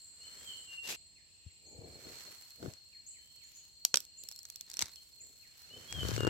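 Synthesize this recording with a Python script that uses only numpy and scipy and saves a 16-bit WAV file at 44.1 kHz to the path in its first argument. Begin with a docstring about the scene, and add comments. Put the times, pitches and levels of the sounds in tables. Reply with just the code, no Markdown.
"""In a bamboo thicket with dry leaf litter, a step crunches, then a hand reaches down and snaps off a young shoot.
It draws the shoot out with a run of fibre ticks, and the walk goes on; the hand-held camera is rubbed and bumped.
Cicadas drone throughout; one bird whistles a phrase twice and others chirp further off.
Snaps are short rings with a burst of noise, leaves and rubbing are grainy noise, bumps are fading low tones.
Cicadas are narrow bands of noise, birds are gliding pure tones, and the forest is soft shaped noise."""
import sys
import numpy as np
from scipy import signal
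from scipy.fft import rfft, irfft, next_fast_len
from scipy.io import wavfile
from scipy.ndimage import uniform_filter1d, map_coordinates

SR = 44100
rng = np.random.default_rng(int(sys.argv[2]) if len(sys.argv) > 2 else 0)


def store_pcm(level_fs):
    """Save levels as 16-bit WAV."""
    pcm = np.round(np.clip(level_fs, -1, 1) * 32767).astype(np.int16)
    wavfile.write(sys.argv[1], SR, np.atleast_2d(pcm).T)


N = 277389
CUT_S = 0.96  # here the scene jumps from the walk to the crouch
TOP_HZ = 16200  # the camera's upper limit


# Small tools that the sounds below share

def amp(db):
    """Turn decibels into gain."""
    return 10 ** (np.asarray(db) / 20)


def unit(x):
    """Bring x to rms 1."""
    return x / np.sqrt(np.mean(x ** 2) + 1e-20)


def level(rows, column=1):
    """Gain per sample from a dB column; silent outside the rows."""
    rows = np.asarray(rows)
    return amp(np.interp(np.arange(N) / SR, rows[:, 0], rows[:, column], left=-120, right=-120))


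def strokes(rows):
    """Gain per sample of movements that swell to a peak and die away; none carries across the jump."""
    drop_db, curve = 9.5, 1.56  # drop after one rise or fall time; roundness of the peak
    t = np.arange(N) / SR
    power = np.zeros(N)
    for s, rise, fall, db in rows:
        away = np.abs((t - s) / np.where(t < s, rise, fall))
        same_side = (t < CUT_S) == (s < CUT_S)
        power += (amp(db - drop_db * away ** curve) * same_side) ** 2
    return np.sqrt(power)


def panned(left_db):
    """Gains of the two channels, the left one louder by left_db."""
    return unit(amp([[left_db / 2], [-left_db / 2]]))


def left_late(x, delay):
    """Let the left port answer a moment (s) after the right."""
    t = np.arange(N) / SR
    return np.array([np.interp(t - delay, t, x[0]), x[1]])


def coloured(x, points):
    """Shape x with a spectrum of (f/Hz, level/dB) points, joined on a log frequency axis."""
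    size = x.shape[-1]
    padded = next_fast_len(size + 2048)
    hz, db = np.transpose(points)
    gain = amp(np.interp(np.log(np.fft.rfftfreq(padded, 1 / SR) + 1), np.log(hz), db))
    return irfft(rfft(x, padded) * gain, padded)[..., :size]


def wobble(rate, size=N):
    """A smooth random curve through rate random points a second."""
    knots = rng.standard_normal(int(size * rate / SR) + 4)
    return map_coordinates(knots, [np.arange(size) * rate / SR])


def pair(alike, size=N):
    """White stereo noise; alike is the share of power common to both channels."""
    share = np.clip(alike, 0, 1)
    common = np.sqrt(share) * rng.standard_normal(size)
    return common + np.sqrt(1 - share) * rng.standard_normal((2, size))


def grains(rate, spread_db, life, smooth, alike):
    """Stereo crackle: rate tiny breaks a second, each fading over life (s), on a smooth sliding hiss."""
    count = int(rate * N / SR)
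    sizes = amp(spread_db * np.minimum(rng.exponential(size=count), 4))  # very unequal breaks
    power = np.bincount(rng.integers(0, N, count), sizes ** 2, N)
    power = signal.lfilter([1], [1, -np.exp(-2 / (life * SR))], power)
    return unit(np.sqrt(power / power.mean() + abs(smooth)) * pair(alike))


def echoes(x, t60, delay):
    """Scatter from stems and ground, different at each ear; t60 and build-up delay in s."""
    t = np.arange(int(t60 * SR)) / SR
    tail = rng.standard_normal((2, len(t))) * amp(-60 * t / t60) * (1 - np.exp(-t / delay))
    return signal.fftconvolve(np.atleast_2d(x), tail / np.linalg.norm(tail[0]), axes=1)[:, :N]


def add(track, s, sound):
    """Mix a sound into a track from time s."""
    part = track[..., round(s * SR):][..., :sound.shape[-1]]
    part += sound[..., :part.shape[-1]]


# snapping fibres, twigs underfoot and clicks on the camera case:
# [t/s, relative level/dB, thickness/dB (more body, less treble), left-right/dB]
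SNAPS_AND_CLICKS = [(2.7358, -35.5, 2.5, 8), (3.8495, -6.5, -3.5, 4.5), (3.9413, -6.5, 11, 1.5),
                    (3.9564, -13.5, -1, 1), (3.9706, -10.5, 2, -1), (4.003, -28, -8, 2),
                    (4.0502, -38.5, -2.5, 2), (4.236, -32.5, -7.5, 2.5), (4.2866, -26.5, -5, 2),
                    (4.313, -32.5, 0, 1), (4.3219, -36, -6, 1), (4.3603, -35.5, -7, 2),
                    (4.3893, -31.5, -4, 4), (4.43, -37, -11, 5), (4.452, -32, 3.5, -2),
                    (4.4999, -30, -4.5, -1), (4.5582, -30, -5.5, -1.5), (4.609, -26.5, -6, 3),
                    (4.6997, -31.5, -6, 4), (4.7142, -31.5, -1, 4), (4.734, -35.5, 2, 1),
                    (4.7391, -28.5, -3, 2), (4.7689, -24, 3, 1), (4.791, -15, 4.5, 4),
                    (4.8067, -23.5, 10, 11), (4.8147, -20.5, -2.5, -4), (4.822, -12.5, 7.5, 5.5),
                    (4.8564, -32.5, -2, -1), (4.9577, -36, -1, 3), (5.9248, -24, 10.5, 6),
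                    (6.0845, -25.5, -1, 3), (6.108, -28, 13, 5), (6.1372, -33, 11, -2),
                    (6.1629, -23.5, 14.5, 7)]
# tones that every snap or click rings with, those of a snapping stalk:
# [f/Hz, relative level/dB, time to fade by 60 dB: t/s, left-right/dB]
STALK_TONES = [(597, -17.5, 0.0097, -0.5), (1380, 1, 0.0042, -6), (2464, -17, 0.009, 7.5),
               (3810, -27.5, 0.0083, 8), (4960, -0.5, 0.0042, -4.5), (5860, -2.5, 0.0058, -13),
               (7360, -2.5, 0.0064, -1), (10520, 4, 0.0044, 0), (13120, 8.5, 0.0031, -13)]


def snaps(crack_db=0, crack_t60=0.007, attack=0.00071, onset=0.00078, port_delay=.000058):
    """Each snap or click is a crack of noise with a ring of a few cycles; the litter scatters it."""
    lead_s = .004  # silence ahead of each click, room for the spectrum shaping
    out = np.zeros((2, N))
    t = np.arange(SR // 30) / SR
    hz, db, t60, side_db = np.transpose(STALK_TONES)[:, :, None]
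    ear = np.array([1, -1])[:, None, None] / 2
    for s, snap_db, thickness, left in SNAPS_AND_CLICKS:
        pitch = hz * np.exp(0.05 * rng.standard_normal(hz.shape))  # no two ring quite alike
        phase = rng.uniform(0, 2 * np.pi, hz.shape) + rng.standard_normal((2, len(hz), 1)) * hz / 9000
        fade = amp(db + ear * side_db - 60 * t / t60)
        ring = (fade * np.sin(2 * np.pi * pitch * (t + ear * port_delay) + phase)).sum(1)
        crack = amp(crack_db - 60 * t / crack_t60) * pair(0.3, len(t))
        click = (ring + crack) * (1 - np.exp(-t / attack))
        click = np.pad(click, ((0, 0), (round(lead_s * SR), 0)))
        body = -17.5 + thickness
        edge = -14 - 0.93 * thickness  # more thickness, less treble
        click = coloured(click, [(40, -33), (200, body - 1), (420, body + 6), (780, body + 5.7), (1200, body - 6),
                                 (2200, body + 7), (3500, 0.5), (8000, -1.0), (11000, edge)])
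        add(out, s + onset - lead_s, amp(snap_db + 14.0) * panned(left) * click / np.linalg.norm(click))
    near = amp(-18.5) * echoes(out, t60=0.071, delay=0.0011)
    wide = amp(-23.5) * echoes(out, t60=0.22, delay=0.0067)
    return out + coloured(near + wide, [(300, 10.0), (2000, 2), (7500, -1), (11000, -1)])


# the shoot tearing out of its sheath: [t/s, level/dB]
TEAR_LEVEL = [(4.66, -66), (4.71, -65), (4.76, -65), (4.80, -58), (4.823, -31), (4.835, -51), (4.89, -56.5),
              (4.95, -74)]
# tone colour of the tearing sheath: [f/Hz, relative level/dB]
SHEATH_COLOUR = [(35, -30), (60, -2), (130, 1.5), (260, -4.5), (593, -7.5), (700, -10), (1040, -1),
                 (1250, -6), (2000, -0.5), (3120, -8.5), (3760, 4), (7940, -8.5), (16000, -25)]


def tear():
    """The shoot tears from its sheath in many tiny breaks."""
    breaks = grains(rate=550, spread_db=4.5, life=0.0012, smooth=0.15, alike=0.67)
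    return level(TEAR_LEVEL) * unit(coloured(breaks, SHEATH_COLOUR)) * panned(-0.66)


# feet coming down in the litter: [peak t/s, rise t/s, fall t/s, peak level/dB]
FOOTSTEPS = [(.9, 0.041, 0.052, -39), (6.11, 0.13, 0.12, -45.5)]
# tone colour of crushed litter: [f/Hz, relative level/dB]
CRUNCH_COLOUR = [(35, -43), (60, -7), (503, 0.5), (1380, -6), (1800, -1.5), (2650, 0), (3000, 1.5),
                 (7750, 0.5), (9130, -11), (13000, -4), (16000, -22)]


def steps():
    """Dry leaves crush underfoot in a dense crackle."""
    crush = grains(rate=890, spread_db=2.5, life=0.0022, smooth=0.16, alike=0.12)
    return strokes(FOOTSTEPS) * unit(coloured(crush, CRUNCH_COLOUR))


# litter under a shifting foot or working fingers: [peak t/s, rise t/s, fall t/s, peak level/dB]
DIG_STROKES = [(.02, .1, 0.075, -65.5), (.5, 0.18, .17, -63), (2.47, 0.56, 0.24, -61),
               (2.9, .15, 0.25, -77), (3.56, 0.55, 0.24, -65.5), (4.03, 0.047, 0.048, -62),
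               (4.3, 0.11, .12, -63.5), (4.47, .08, 0.11, -64.5), (5.04, 0.48, 0.16, -62.5),
               (5.36, 0.15, 0.24, -65), (5.6, 0.044, 0.049, -60.5)]
# tone colour of crackling litter: [f/Hz, relative level/dB]
CRACKLE_COLOUR = [(300, -11.5), (2000, -6), (6000, 2), (9000, -5.5), (13000, 1.5), (16000, -4.5)]


def digging():
    """Dry litter crackles sparsely under a shifting foot or working fingers."""
    crackle = grains(rate=320, spread_db=5.0, life=0.0023, smooth=0.33, alike=0.046)
    return strokes(DIG_STROKES) * unit(coloured(crackle, CRACKLE_COLOUR)) * panned(-3.5)


# leaves brushed by legs and sleeve: [peak t/s, rise t/s, fall t/s, level before flutter/dB]
BRUSH_STROKES = [(.42, 0.23, .3, -57), (.73, 0.034, 0.049, -58.5), (2.16, .22, 0.27, -54.5),
                 (2.66, 0.062, 0.1, -58.5), (5.97, 0.32, .22, -54.5)]
# tone colour of sliding leaves: [f/Hz, relative level/dB]
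RUSTLE_COLOUR = [(100, -24), (400, -10.5), (1000, -2.5), (1800, 0.5), (2600, -0.5), (3500, -1.5),
                 (6000, -0.5), (8000, 0), (9500, -13.5), (11500, -5), (16000, -12)]


def brushing():
    """Dry leaves slide in uneven surges along legs and sleeve."""
    rustle = grains(rate=770, spread_db=3.5, life=0.0018, smooth=0.92, alike=0.025)
    surges = strokes(BRUSH_STROKES) * amp(0.58 * wobble(22))
    # left-right dB: the camera points down after the jump
    facing = np.where(np.arange(N) / SR < CUT_S, 1.2, -4.5)
    return surges * unit(coloured(rustle, RUSTLE_COLOUR)) * amp([facing / 2, -facing / 2])


# the grip rubbing on the camera: [peak t/s, rise t/s, fall t/s, peak level/dB]
GRIP_STROKES = [(.42, 0.2, 0.32, -67.5), (1.83, 0.12, 0.17, -53.5), (1.96, 0.013, 0.048, -59),
                (2.085, 0.051, 0.083, -54.5), (2.28, 0.04, 0.061, -62.5), (2.655, 0.042, 0.048, -44.5),
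                (4.24, .04, 0.049, -70.5), (5.23, .04, 0.15, -72.5), (5.78, 0.092, 0.23, -61),
                (5.99, 0.069, 0.15, -52)]
# tone colour of the rubbed case: [f/Hz, relative level/dB]
CASE_COLOUR = [(25, -32), (45, -15), (70, 6), (120, 1.5), (200, -1), (300, 0), (480, 1), (660, -4),
               (850, -15), (1300, -29.5), (1700, -32), (3000, -37), (6000, -79)]


def grip_rub():
    """Skin slips on the camera's case in small jerks."""
    jerks = grains(rate=670, spread_db=4.0, life=0.0063, smooth=0.17, alike=0.65)
    rub = strokes(GRIP_STROKES) * unit(coloured(jerks, CASE_COLOUR))
    return left_late(rub, delay=0.00021) * panned(2.37)


# fingers bumping the camera: [t/s, level before colouring/dB, f/Hz]
CAMERA_BUMPS = [(1.464, -35, 81), (1.788, -37, 114), (2.069, -41, 313), (2.628, -32.5, 343),
                (2.643, -33, 162), (2.66, -30, 317), (2.680, -30.5, 117), (4.827, -40.5, 83),
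                (6.031, -29.5, 370), (6.051, -29, 370.3), (6.089, -26.5, 375), (6.115, -28.5, 377),
                (6.179, -24.5, 378.6), (6.206, -22, 407), (6.233, -23.5, 383), (6.249, -20.5, 380),
                (6.269, -19.5, 398), (6.275, -16.5, 345)]
# tone colour of the thuds: [f/Hz, relative level/dB]
THUD_COLOUR = [(25, -39), (45, -18), (70, -5), (550, -0.5), (800, -6.5), (1500, 27), (3000, -45)]
# tone colour of the clicks: [f/Hz, relative level/dB]
CLICK_COLOUR = [(200, -15), (900, 5), (1500, -9), (2000, -6), (4000, 1.5), (7500, -4), (10000, -14.5),
                (16000, -17)]


def bumps(cycles=4.14):
    """A finger's bump thuds for a few cycles; a harder contact is higher and clicks more."""
    click_db, click_t60, hard_hz = -7.5, 0.015, 399.8  # click against thud; its fade in s; a hard bump's pitch
    thuds, clicks = np.zeros((2, N)), np.zeros((2, N))
    t = np.arange(SR // 8) / SR
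    for s, db, hz in CAMERA_BUMPS:
        turns = hz * t
        thud = amp(-60 * turns / cycles) * (1 - np.exp(-turns / 0.29)) * np.sin(2 * np.pi * turns)
        add(thuds, s, -amp(db) * thud / np.abs(thud).max())
        hardness = (hz / hard_hz) ** 3
        add(clicks, s, amp(db + click_db - 60 * t / click_t60) * hardness * pair(.4, len(t)))
    low = left_late(coloured(thuds, THUD_COLOUR), delay=0.00041) * panned(8.8)
    return low + coloured(clicks, CLICK_COLOUR) * panned(3.1)


# rumble of the swaying camera: [t/s, level/dB]
SWAY_LEVEL = [(5.85, -80), (5.96, -43), (6.02, -43), (6.05, -36.5), (6.14, -37.5), (6.2, -37.5),
              (6.29, -31)]
# tone colour of the rumble: [f/Hz, relative level/dB]
RUMBLE_COLOUR = [(25, -40), (50, -21), (68, -1), (115, 3), (180, -6.5), (300, -24), (700, -28.5),
                 (1800, -23), (3500, -72)]


def camera_sway():
    """The swaying camera rumbles: low noise, later and much louder at the left port."""
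    sway = level(SWAY_LEVEL) * unit(coloured(pair(0.98), RUMBLE_COLOUR))
    return left_late(sway, delay=0.00183) * panned(8.8)


# cicadas before flutter: [t/s, low singer level/dB, high chorus level/dB]
CICADA_LEVELS = [(0.0, -58.5, -57.5), (.6, -57.5, -54.5), (.96, -64, -62), (1.25, -65.5, -66.5),
                 (2.26, -55.5, -61.5), (2.8, -60.5, -67.5), (4.8, -60, -65), (5.7, -63, -69),
                 (6.29, -57, -59.5)]
# tone colour of the low singer: [f/Hz, relative level/dB]
LOW_SINGER_COLOUR = [(3700, -47), (4080, -29.5), (4200, -7.5), (4245, -3), (4275, 4), (4320, -10),
                     (4370, -14.5), (4700, -23.5), (5200, -54)]
# tone colour of the high chorus: [f/Hz, relative level/dB]
HIGH_CHORUS_COLOUR = [(6000, -49), (6900, -11), (7300, -7.5), (7680, 4.5), (7930, -20.5), (8100, -1),
                      (8250, -10.5), (9000, -37), (9800, -64)]


def cicadas():
    """Many tymbals (the insects' drum skins) blur into a narrow fluttering tone and a wider band above."""
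    low = level(CICADA_LEVELS, 1) * amp(1.6 * wobble(9.4)) * unit(coloured(pair(0.24), LOW_SINGER_COLOUR))
    high = level(CICADA_LEVELS, 2) * amp(1.2 * wobble(25)) * unit(coloured(pair(0.067), HIGH_CHORUS_COLOUR))
    return low + high


def song(notes, waver, waver_rate, swell):
    """Pure tones that glide through three pitches, swelling and fading."""
    out = np.zeros(N)
    for s, length, first, middle, last, db in notes:
        u = np.linspace(0, 1, int(length * SR))  # progress through the note
        glide = np.polyval(np.polyfit([0, .5, 1], [first, middle, last], 2), u)
        hz = glide * (1 + waver * wobble(waver_rate, len(u)))
        shape = np.abs(np.sin(np.pi * u ** swell)) ** 0.34
        add(out, s, amp(db) * unit(shape * np.sin(2 * np.pi * np.cumsum(hz) / SR)))
    return out


# notes of the phrase before its pitch ratio:
# [t into phrase/s, length t/s, start f/Hz, middle f/Hz, end f/Hz, relative level/dB]
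WHISTLED_NOTES = [(0, 0.078, 2820, 3020, 3060, -13), (0.178, .06, 3290, 3260, 3240, -11.5),
                  (0.238, 0.1, 3260, 3120, 2920, -1), (0.475, 0.19, 2870, 2805, 2845, -0.5),
                  (0.657, .075, 2800, 2620, 2400, -4.5)]
# its two deliveries, the first screened by the thicket:
# [t/s, pitch ratio, relative level/dB, direct level/dB, echo level/dB]
DELIVERIES = [(.196, .988, -48, -7.5, 0), (5.7, 1.001, -41, -2.5, -4)]


def whistler(stems_db=-4):
    """One phrase, twice: direct, off nearby stems and as a long forest echo; the jump cuts the first short."""
    out = np.zeros((2, N))
    walking = np.arange(N) / SR < CUT_S
    for s, ratio, db, direct_db, echo_db in DELIVERIES:
        notes = [(s + at, length, ratio * first, ratio * middle, ratio * last, db + note_db)
                 for at, length, first, middle, last, note_db in WHISTLED_NOTES]
        voice = song(notes, waver=0.0029, waver_rate=74.8, swell=1.3)
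        stems = amp(stems_db) * echoes(voice, t60=.07, delay=0.002)
        scatter = stems + echoes(voice, t60=0.58, delay=0.024)
        heard = walking == (s < CUT_S)
        out += heard * (amp(direct_db) * voice + amp(echo_db) * scatter)
    return out


# a far bird's falling slurs: [t/s, start f/Hz, level before echo/dB]
FALLING_SLURS = [(1.15, 2955, -74.5), (1.46, 3470, -77.5), (2.911, 2980, -72.5), (3.135, 2860, -73),
                 (3.395, 2930, -74), (5.18, 3110, -76), (5.417, 2860, -72.5)]


def slurs():
    """A short whistle slides down to little more than half its starting pitch."""
    notes = [(s, .055, hz, .74 * hz, 0.559 * hz, db) for s, hz, db in FALLING_SLURS]
    return song(notes, waver=0.024, waver_rate=300, swell=0.64)


# arched chirps: [t/s, length t/s, middle f/Hz, level before echo/dB]
ARCHED_CHIRPS = [(1.656, 0.081, 7230, -64), (1.662, 0.087, 853, -74.5), (3.061, 0.051, 7750, -52.5),
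                 (3.43, .055, 7220, -63), (3.535, .07, 6980, -60), (4.171, 0.0478, 7510, -54),
                 (5.2, 0.045, 7540, -55.5)]


def arches():
    """A chirp's pitch rises and falls again."""
    notes = [(s, length, .87 * hz, hz, .9 * hz, db) for s, length, hz, db in ARCHED_CHIRPS]
    return song(notes, waver=0.024, waver_rate=300, swell=0.64)


# faint gliding whistles: [t/s, length t/s, start f/Hz, middle and end f/Hz, level before echo/dB]
GLIDING_WHISTLES = [(1.499, .7, 2466, 2333, -82), (3.078, .4, 2935, 3100, -75.5),
                    (4.954, .03, 3710, 3100, -68)]


def drawls():
    """A faint whistle glides towards a second pitch and wavers about it."""
    notes = [(s, length, first, last, last, db) for s, length, first, last, db in GLIDING_WHISTLES]
    return song(notes, waver=0.0188, waver_rate=360, swell=1.1)


def birds():
    """Far birds slur, chirp and whistle, blurred by the forest into echoes alone."""
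    far = slurs() + arches() + drawls()
    return amp(1.5) * echoes(far, t60=0.067, delay=0.0016) + amp(1.0) * echoes(far, t60=.55, delay=0.003)


# tone colour of the distant air: [f/Hz, relative level/dB]
AIR_COLOUR = [(20, -17), (45, -1.5), (80, 4.5), (160, -6), (400, -12.5), (900, -18.5), (1500, -27),
              (4000, -13), (7000, -16), (9200, -23.5), (16000, -27)]
# tone colour of the far insects and birds: [f/Hz, relative level/dB]
HAZE_COLOUR = [(1400, -18), (1850, -3), (2150, -4.5), (2850, 4.5), (3300, -3.5), (4800, -1.5),
               (6500, -12.5), (9000, -35)]


def forest(patchy_db=2):
    """Distant air is steady soft noise; far insects and birds are a haze in patches of time and pitch."""
    air = amp(-70.0) * unit(coloured(pair(0.11), AIR_COLOUR))
    spectrum = signal.stft(pair(0.064), nperseg=512)[2]
    patches = rng.standard_normal(spectrum.shape[1:])
    patches = uniform_filter1d(patches, size=5, axis=0)  # smooth over pitch
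    patches = unit(uniform_filter1d(patches, size=20, axis=1))  # smooth over time
    haze = signal.istft(spectrum * amp(patchy_db * patches), nperseg=512)[1][:, :N]
    return air + amp(-73.5 + 3.5 * wobble(4.8)) * unit(coloured(haze, HAZE_COLOUR))


def scene():
    """Everything at the two microphone ports."""
    ground_and_shoot = snaps() + tear() + steps() + digging() + brushing()
    camera = grip_rub() + bumps() + camera_sway()
    return ground_and_shoot + camera + cicadas() + whistler() + birds() + forest()


def record(dry):
    """The camera keeps nothing above its band limit."""
    padded = next_fast_len(N + SR // 2)
    kept = np.fft.rfftfreq(padded, 1 / SR) < TOP_HZ
    return irfft(rfft(dry, padded) * kept, padded)[:, :N]


dry = scene()
out = record(dry)
store_pcm(out)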